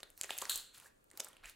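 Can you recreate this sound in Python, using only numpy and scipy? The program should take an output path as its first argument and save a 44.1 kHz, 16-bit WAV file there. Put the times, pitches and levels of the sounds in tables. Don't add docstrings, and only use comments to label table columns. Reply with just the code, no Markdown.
import sys
import numpy as np
from scipy import signal
from scipy.fft import rfft, irfft, next_fast_len
from scipy.io import wavfile
from scipy.ndimage import uniform_filter1d

SR = 44100
rng = np.random.default_rng(int(sys.argv[2]) if len(sys.argv) > 2 else 0)


def pcm_store(signal):
    levels = np.round(np.clip(np.atleast_2d(signal), -1, 1) * 32767)
    wavfile.write(sys.argv[1], SR, levels.astype(np.int16).T)


N = 68355

# (time [s], fine threads [dB], thick threads [dB])
CRACKLE_LEVELS = [(0, -70.5, -57), (.018, -76, -81), (.16, -80, -88), (.178, -64.5, -74.5),
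                  (.225, -64, -65.5), (.245, -58.5, -54.5), (.28, -65, -64.5), (.31, -54.5, -46.5),
                  (.37, -61, -64.5), (.42, -52.5, -56), (.48, -59.5, -59), (.58, -50, -65),
                  (.72, -93, -83.5), (.747, -60, -62.5), (.80, -69.5, -66.5), (.87, -63.5, -67.5),
                  (.90, -85.5, -85), (1.09, -85, -85.5), (1.13, -81, -71.5), (1.168, -71.5, -72),
                  (1.175, -63, -67.5), (1.205, -67, -63), (1.26, -64.5, -66.5), (1.33, -76, -70),
                  (1.427, -89, -72.5), (1.438, -67.5, -56.5), (1.50, -59.5, -60), (1.52, -71, -83),
                  (1.55, -92, -89)]
# (time [s], pitch [Hz])
THICK_PITCH = [(.2, 1850), (.32, 3220), (.5, 1556), (.76, 2990), (.83, 1730), (1.27, 1520), (1.44, 2755)]
# (frequency [Hz], relative level [dB])
BACKGROUND_TONE = [(12, -38.5), (20, -6), (81, -7), (193, -12), (310, -9.5), (485, -7.5), (4940, -33),
                   (7950, -32), (16000, -41.5)]
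# (frequency [Hz], likeness [1 = same, -1 or less = opposite])
BACKGROUND_LIKENESS = [(60, 0.67), (180, 0.66), (1000, -1.36), (4970, -0.68), (15000, 1)]
# (time [s], level [dB])
RUMBLE_LEVELS = [(0, -96), (.03, -75.5), (.45, -81.5), (.5, -78), (.555, -64), (.7, -81), (1.34, -91.5),
                 (1.39, -74), (1.51, -62), (1.55, -74)]
# (time [s], pocket pitch [Hz], pocket level [dB], film pitch [Hz], film level [dB], echo gain [dB])
POCKET_POPS = [(.004, 2820, -45, 5450, -40.5, -13), (0.0314, 3890, -28.5, 9470, -33, -8),
               (0.1023, 2800, -51.5, 10850, -38, -8), (0.1768, 4058, -47.5, 13800, -30.5, -15),
               (0.2126, 2160, -35, 7460, -15.5, -30), (0.2343, 6760, -24, 9660, -28.5, -24),
               (0.2389, 2670, -30, 6900, -30, -21), (0.244, 1930, -34.5, 6380, -26.5, -12),
               (0.2948, 1700, -31.5, 9200, -47, -6), (0.306, 2674, -23.5, 7820, -22, -22),
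               (0.3177, 3680, -64, 8200, -41, -18), (0.3685, 2840, -37, 8000, -36, -5),
               (0.379, 3060, -35, 12300, -22, -6), (0.386, 2940, -41, 7370, -16, -11),
               (0.4084, 2880, -50, 11000, -34, -16), (0.417, 3360, -25, 9860, -19.5, -9),
               (0.4194, 7470, -30, 10700, -29, -12), (0.4204, 7110, -21, 10500, -40, -7.5),
               (0.4541, 1890, -32, 5710, -25.5, -15), (0.5127, 1470, -32, 7100, -47, -6),
               (0.5186, 4040, -32, 8400, -18, -26), (0.5581, 7800, -20, 10350, -17, -4.5),
               (0.5758, 11900, -21, 14700, -26, -20), (.778, 13200, -46, 10200, -37, 2),
               (0.8, 2840, -43, 9800, -37, -23), (1.0424, 10700, -50.5, 15000, -48, -20),
               (1.1026, 6400, -50, 6570, -47, -17), (1.114, 1900, -50, 8520, -37.5, -14),
               (1.1338, 1990, -56.5, 7160, -48, -9), (1.1744, 5100, -32.5, 10800, -33, -9),
               (1.1753, 1900, -41, 14200, -27.5, -8), (1.197, 6240, -34, 8100, -36, -26),
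               (1.1994, 2970, -33.5, 6950, -22, -30), (1.2002, 2540, -42, 12000, -28, -25),
               (1.2030, 5750, -15, 11040, -23.5, -20), (1.2373, 8000, -40, 13200, -38, -24),
               (1.2464, 8080, -26.5, 12800, -32.5, -11), (1.2692, 1460, -41.5, 7750, -62, -1),
               (1.2855, 9330, -34, 12860, -45.5, -9), (1.3311, 3240, -45, 10100, -48.5, -8),
               (1.3676, 2780, -42.5, 9900, -49.5, -7), (1.4571, 2750, -35, 7500, -35, -33),
               (1.4968, 3860, -39, 10100, -31.5, -15)]
# (time [s], starting pitch [Hz], level [dB], time to fade 60 dB [s])
POCKET_SQUELCHES = [(.0310, 1270, -24.5, 0.0026), (0.031, 644, -41, 0.007), (.2130, 520, -40, 0.0064),
                    (.2440, 550, -37, 0.0077), (0.2925, 1537, -38.5, 0.021), (0.3065, 665, -24, 0.0071),
                    (0.3062, 3140, -23, 0.0074), (0.4225, 501, -35.5, 0.019), (.4224, 953, -25.5, 0.011),
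                    (.858, 1605, -50, 0.034), (1.139, 312, -51, 0.032), (1.2010, 527, -36.5, 0.016),
                    (1.2280, 604, -50, 0.023), (1.4438, 2210, -36, 0.0078)]
# (frequency [Hz], relative level [dB])
JET_TONE = [(300, -52), (700, -39), (1500, -7.5), (2200, -19), (3300, -4.5), (3950, -1.5), (4280, 5),
            (4650, -13), (5700, -14.5), (7500, -2.5), (9000, -8.5), (13500, -7), (16000, -14)]
# (frequency [Hz], left minus right [dB])
SIDE_BALANCE = [(60, -7), (380, -2.5), (2380, -2.5), (15000, 1)]
# (frequency [Hz], time to fade 60 dB [s])
ROOM_FADE = [(200, 0.5), (1500, 0.49), (4000, 0.31), (9000, 0.16), (15000, 0.27)]
# (frequency [Hz], relative level [dB])
ROOM_TONE = [(200, -0.5), (1000, -5.5), (4000, 1), (16000, -6.5)]
# (frequency [Hz], likeness [1 = same])
ROOM_LIKENESS = [(200, 0.76), (600, 1), (1600, .6), (5000, 0.69), (15000, 0.43)]
# (frequency [Hz], gain [dB])
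MIC_TONE = [(2000, 0), (4200, 1.5), (5400, -2.5), (7500, 2.5), (12000, 1.5), (16000, 2.5)]


def amp(db):
    return 10 ** (np.asarray(db) / 20)


def unit_level(x):
    return x / np.sqrt(np.mean(x ** 2) + 1e-20)


def look_up(table, hz):
    table_hz, values = np.transpose(table)
    return np.interp(np.log(hz + 1), np.log(table_hz + 1), values)


def curves(table):
    times, *columns = np.transpose(table)
    return [np.interp(np.arange(N) / SR, times, column) for column in columns]


def filtered(x, response):
    size = next_fast_len(N + SR // 2)
    return irfft(rfft(x, size) * response(np.fft.rfftfreq(size, 1 / SR)), size)[..., :N]


def stereo(pair, likeness):
    angle = lambda hz: np.arccos(np.clip(look_up(likeness, hz), -1, 1)) / 2
    mid, side = filtered(pair, lambda hz: np.array([np.cos(angle(hz)), np.sin(angle(hz))]))
    return np.array([mid + side, mid - side])


def place(start_s, waves):
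    at = np.round(start_s * SR).astype(int)[:, None] + np.arange(waves.shape[1])
    return np.bincount(at.ravel(), waves.ravel(), N + SR)[:N]


def rings(hz, db, fade_s, samples=512, attack_s=.0001, rise=0):
    t = np.arange(samples) / SR
    hz, db, fade_s = hz[:, None], db[:, None], fade_s[:, None]
    loudness = amp(db - 60 * t / fade_s) * (1 - np.exp(-t / attack_s))
    return -loudness * np.sin(2 * np.pi * hz * t * (1 + rise * t / fade_s))


def thread_snaps(count, hz, pitch_spread, spread_db=2.5, fade_cycles=14):
    when = rng.random(count) * N
    pitch_draw, level_draw = rng.standard_normal((count, 2)).T
    pitch = np.clip(hz[when.astype(int)] * np.exp(pitch_spread * pitch_draw), 300, SR / 2.6)
    snaps = rings(pitch, spread_db * level_draw, fade_cycles / pitch, samples=400)
    return unit_level(place(when / SR, snaps))


def crackle():
    fine_db, thick_db = curves(CRACKLE_LEVELS)
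    fine = thread_snaps(count=9000, hz=np.full(N, 10160), pitch_spread=.411)
    thick = thread_snaps(count=3500, hz=curves(THICK_PITCH)[0], pitch_spread=.511)
    return amp(fine_db) * fine + amp(thick_db) * thick


def background(level_db=-76.5):
    noise = filtered(rng.standard_normal((2, N)), lambda hz: amp(look_up(BACKGROUND_TONE, hz)))
    tone = stereo(noise, BACKGROUND_LIKENESS)
    return amp(level_db) * tone / np.sqrt(np.mean(tone.mean(axis=0) ** 2))


def table_rumble(top_hz=56):
    low = filtered(rng.standard_normal(N), lambda hz: (hz > 15) / (1 + (hz / top_hz) ** 4))
    return amp(curves(RUMBLE_LEVELS)[0]) * unit_level(low)


def pops(pocket_cycles=10, film_cycles=13, tear_hz=13400, tear_db=-12, spatter_db=-12, spatter_s=.008):
    times, pocket_hz, pocket_db, film_hz, film_db, echo_db = np.transpose(POCKET_POPS)
    tear = rings(np.full(len(times), tear_hz), film_db + tear_db, film_cycles / 2 / film_hz)
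    film = rings(film_hz, film_db, film_cycles / film_hz)
    pocket = rings(pocket_hz, pocket_db, pocket_cycles / pocket_hz, attack_s=.00013)
    noise = uniform_filter1d(rng.standard_normal((2, len(times), 512)), size=6, axis=2) * np.sqrt(6)
    fade_s = np.full(len(times), spatter_s)
    spatter = noise[0] * rings(pocket_hz, pocket_db + spatter_db, fade_s)
    spatter += noise[1] * rings(film_hz, film_db + spatter_db, fade_s)
    pop = tear + film + pocket + spatter
    return place(times, pop), place(times, amp(echo_db)[:, None] * pop)


def squelches():
    times, hz, db, fade_s = np.transpose(POCKET_SQUELCHES)
    return place(times, rings(hz, db, fade_s, samples=2048, attack_s=.0005, rise=.29))


def squirt(start_s=.4948, level_db=-36, open_s=.00061, hold_s=.0027, burst_fade_s=.018, split_hz=10200):
    t = np.arange(N) / SR - start_s
    opening = np.clip(t / open_s, 0, 1)
    burst = amp(-60 * np.clip(t - hold_s, 0, 1) / burst_fade_s)
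    loudness = lambda fade_s: opening * (burst + amp(-2 - 60 * np.clip(t, 0, 2) / fade_s))
    jet = unit_level(filtered(rng.standard_normal(N), lambda hz: amp(look_up(JET_TONE, hz))))
    body = filtered(jet, lambda hz: 1 / (1 + (hz / split_hz) ** 6))
    top = jet - body
    return amp(level_db) * (loudness(fade_s=.43) * body + loudness(fade_s=.25) * top)


def surface_echo(x, delay_s=.0037, skew_s=.00005, centre_hz=8200, width_hz=27000):
    late_s = delay_s + skew_s * np.array([[1], [-1]])
    treble = lambda hz: 1j * hz * width_hz / (centre_hz ** 2 - hz ** 2 + 1j * hz * width_hz)
    return filtered(x, lambda hz: np.exp(-2j * np.pi * hz * late_s) * treble(hz))


def room_ring(x, level_db=-8, gap_s=.006):
    hz, t, noise = signal.stft(rng.standard_normal((2, SR // 2)), SR, nperseg=256)
    tail_db = look_up(ROOM_TONE, hz)[:, None] - 60 * t / look_up(ROOM_FADE, hz)[:, None]
    tail = signal.istft(noise * amp(tail_db), SR, nperseg=256)[1]
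    delayed = np.pad(x, (round(gap_s * SR), 0))[None]
    ringing = signal.fftconvolve(delayed, tail / np.linalg.norm(tail[0]), axes=1)[:, :N]
    return amp(level_db) * stereo(ringing, ROOM_LIKENESS)


def scene(bass_cut_hz=226, pop_to_room_db=-6):
    popping, toward_surface = pops()
    rest = squelches() + crackle() + squirt()
    popping, rest = filtered(np.array([popping, rest]), lambda hz: (1j * hz / (bass_cut_hz + 1j * hz)) ** 2)
    balance = lambda hz: amp(look_up(SIDE_BALANCE, hz) * np.array([[.5], [-.5]]))
    near = filtered(popping + rest + surface_echo(toward_surface), balance)
    room = room_ring(amp(pop_to_room_db) * popping + rest)
    return near + room + background() + table_rumble()


def record(dry, top_hz=15900):
    coloured = filtered(dry, lambda hz: amp(look_up(MIC_TONE, hz)))
    return filtered(coloured, lambda hz: 1 / (1 + (hz / top_hz) ** 100))


dry = scene()
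out = record(dry)
pcm_store(out)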